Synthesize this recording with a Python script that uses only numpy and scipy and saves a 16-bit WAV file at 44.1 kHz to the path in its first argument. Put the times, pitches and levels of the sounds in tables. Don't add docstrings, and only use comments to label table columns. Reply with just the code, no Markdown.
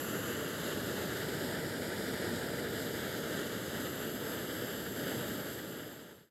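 import sys
import numpy as np
from scipy import signal
from scipy.fft import rfft, irfft, next_fast_len
from scipy.io import wavfile
from scipy.ndimage import uniform_filter1d, map_coordinates

SR = 44100
rng = np.random.default_rng(int(sys.argv[2]) if len(sys.argv) > 2 else 0)


def attenuation_scalar(level_db):
    decades = np.asarray(level_db, float) / 20
    return 10 ** decades


def to_wav(sig):
    pcm = np.clip(np.atleast_2d(sig), -1, 1) * 32767
    pcm = np.round(pcm).astype(np.int16)
    wavfile.write(sys.argv[1], SR, pcm.T)


N = 278103
TIME_S = np.arange(N) / SR


def along(table):
    t_s, *columns = np.transpose(table)
    return [np.interp(TIME_S, t_s, column) for column in columns]


def shape(x, gain):
    size = next_fast_len(N)
    hz = np.arange(size // 2 + 1) * SR / size + 1e-3
    return irfft(rfft(x, size) * gain(hz), size)[:N]


def unit(x):
    return x / np.sqrt(np.mean(x ** 2))


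def walk(rate_hz):
    hold = int(SR / rate_hz)
    steps = np.repeat(rng.standard_normal(N // hold + 1), hold)
    slewed = uniform_filter1d(uniform_filter1d(steps, hold), hold)
    return unit(slewed[:N])


def fade_out(from_s=5.32, to_s=6.304):
    return np.clip((to_s - TIME_S) / (to_s - from_s), 0, 1)


# (t/s, level/dB)
GAS_FLOW = [(0, -0.5), (.4, 0.2), (1.1, 0.7), (1.8, -0.06), (2.3, 0.2), (2.7, 0), (3.2, 0.2), (3.8, -0.1),
            (4.1, -2), (4.33, 0), (4.5, -2), (4.68, -1), (4.83, -3), (5.0, -0.4), (5.4, -0.9), (6.3, -1.7)]


def gas_flow():
    breeze_db = 0.43 * walk(8)
    return attenuation_scalar(along(GAS_FLOW)[0] + breeze_db)


# (t/s, closeness to pot/1, lowering to burner/1, downward tilt/1)
PHONE_POSE = [(0.0, 1.1, -0.13, 0.12), (0.3, 0.82, 0.17, -0.11), (0.6, 0.34, 0.53, -0.32),
              (0.9, 0.27, 1.17, -0.06), (1.2, 0.1, 1.11, 0.39), (1.6, 0.1, 0.93, 1.11),
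              (2.1, 0.05, 0.94, 1.1), (2.5, 0.13, 1.0, 0.93), (2.9, -0.02, 1.05, 0.26),
              (3.3, 0.14, 0.83, 0.09), (3.6, 0.16, 0.92, -0.18), (3.9, 0.17, -0.08, -0.17),
              (4.3, -0.1, 0.11, 0.03), (5.0, -0.08, 0.13, 0.1), (6.3, 0.02, 0.04, -0.02)]


def posed(table):
    pose = np.array(along(PHONE_POSE))
    return [rest + np.dot(change, pose) for rest, *change in table]


# (at rest/ms, change when close/ms, when lowered/ms, when tilted/ms)
ECHO_LAG_MS = [
    (0.257, 0.013, 0.006, -0.001),
    (0.643, 0.001, -0.035, -0.01),
    (0.3, -0.026, -0.006, 0.042),
    (0.715, 0.027, -0.003, 0.045),
    (0.182, -0.005, 0.037, -0.001),
    (0.472, -0.042, -0.016, -0.009),
    (0.12, -0.009, 0.034, -0.017),
    (0.649, 0.014, 0.028, -0.01),
    (0.521, -0.048, -0.014, -0.014),
    (0.996, -0.027, -0.046, -0.012),
]
ECHO_SHARE = [(0.64, -0.13, -0.16, -0.05), (0.34, -0.18, -0.23, 0.0), (1.69, -0.27, -0.44, 0.59),
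              (-0.21, 0.2, 0.13, 0.01), (0.19, 0.05, 0.09, 0.15), (2.91, -0.58, 0.29, -0.24),
              (0.12, 0.11, 0.03, 0.0), (-0.28, 0.28, 0.11, -0.03), (-0.12, -0.12, 0.06, -0.04),
              (-0.09, 0.1, 0.02, -0.04)]
BENT_PATHS = (2, 5)


def echoes(x):
    bend_hz = 368
    bent = shape(x, lambda hz: 1 / (1 + 1j * hz / bend_hz))
    out = x.copy()
    for path, (lag_ms, share) in enumerate(zip(posed(ECHO_LAG_MS), posed(ECHO_SHARE))):
        shaken_ms = lag_ms * (1 + 0.006 * walk(9))
        place = np.arange(N) - shaken_ms * SR / 1000
        source = bent if path in BENT_PATHS else x
        copy = map_coordinates(source, [place], order=5, mode="mirror")
        out += share * attenuation_scalar(0.4 * walk(12)) * copy
    return out


# (f/Hz, level/dB per Hz)
FLAME_SLOPE = [(150.0, 14.3), (300.0, 17.5), (500.0, 19.0), (800.0, 22.2), (1300.0, 24.2), (2000.0, 19.2),
               (3200.0, 9.6), (5000.0, 7.2), (7000.0, 5.7), (9000.0, 1.6), (11000.0, 4.4), (12500.0, 7.8),
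               (14000.0, -3.7), (15500.0, -10.6)]
# (f/Hz, width/Hz, level/dB)
POT_RINGS = [(454.9, 60.8, 1.6), (631.0, 51.3, 0.9), (750.6, 126.6, -5.9), (870.5, 70.8, 1.2),
             (2874.1, 346.7, 5.4), (4881.4, 264.0, 3.2), (7361.7, 341.4, 6.7), (11844.0, 580.6, 6.4),
             (470, 18, 0.5), (541, 35, -1.5), (590, 18, 1.7), (778, 15, -2.5), (1014, 25, -1.5),
               (1675, 130, 1.3), (2135, 34, -4)]


def flame_colour(hz):
    slope_hz, slope_db = np.transpose(FLAME_SLOPE)
    db = np.interp(np.log(hz), np.log(slope_hz), slope_db)
    for ring_hz, width_hz, ring_db in POT_RINGS:
        db = db + ring_db * np.exp(-((hz - ring_hz) / width_hz) ** 2)
    return attenuation_scalar(db) / np.sqrt(1 + (95 / hz) ** 6.0) / np.sqrt(1 + (55 / hz) ** 2.1)


def burner():
    flame = shape(rng.standard_normal(N), flame_colour)
    scatter = shape(rng.standard_normal(N), flame_colour)
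    return echoes(flame) + attenuation_scalar(-18.5) * scatter


def roar_and_hiss(heard):
    split_hz, jet_hz = 900, 3500
    roar_db, hiss_db = -39.5, -43
    roar = shape(heard, lambda hz: 1 / (1 + (hz / split_hz) ** 4))
    rush = shape(heard - roar, lambda hz: 1 / (1 + (hz / jet_hz) ** 4))
    jet = heard - roar - rush
    rush_flicker_db = 0.4 * walk(11) + 1.1 * walk(70)
    jet_flicker_db = 0.5 * walk(15)
    hiss = rush * attenuation_scalar(rush_flicker_db) + jet * attenuation_scalar(jet_flicker_db)
    flutter_db = 0.21 * walk(18) + 0.22 * walk(45) + 0.32 * walk(160)
    roar = unit(roar) * attenuation_scalar(roar_db + 0.61 * flutter_db)
    hiss = unit(hiss) * attenuation_scalar(hiss_db + flutter_db)
    return roar + hiss


def scene():
    return (roar_and_hiss(burner()) * gas_flow() * fade_out())[None]


def roll_off(x):
    return signal.sosfilt(signal.butter(12, 15710, fs=SR, output="sos"), x)


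def record(dry):
    return roll_off(dry)


dry = scene()
out = record(dry)
to_wav(out)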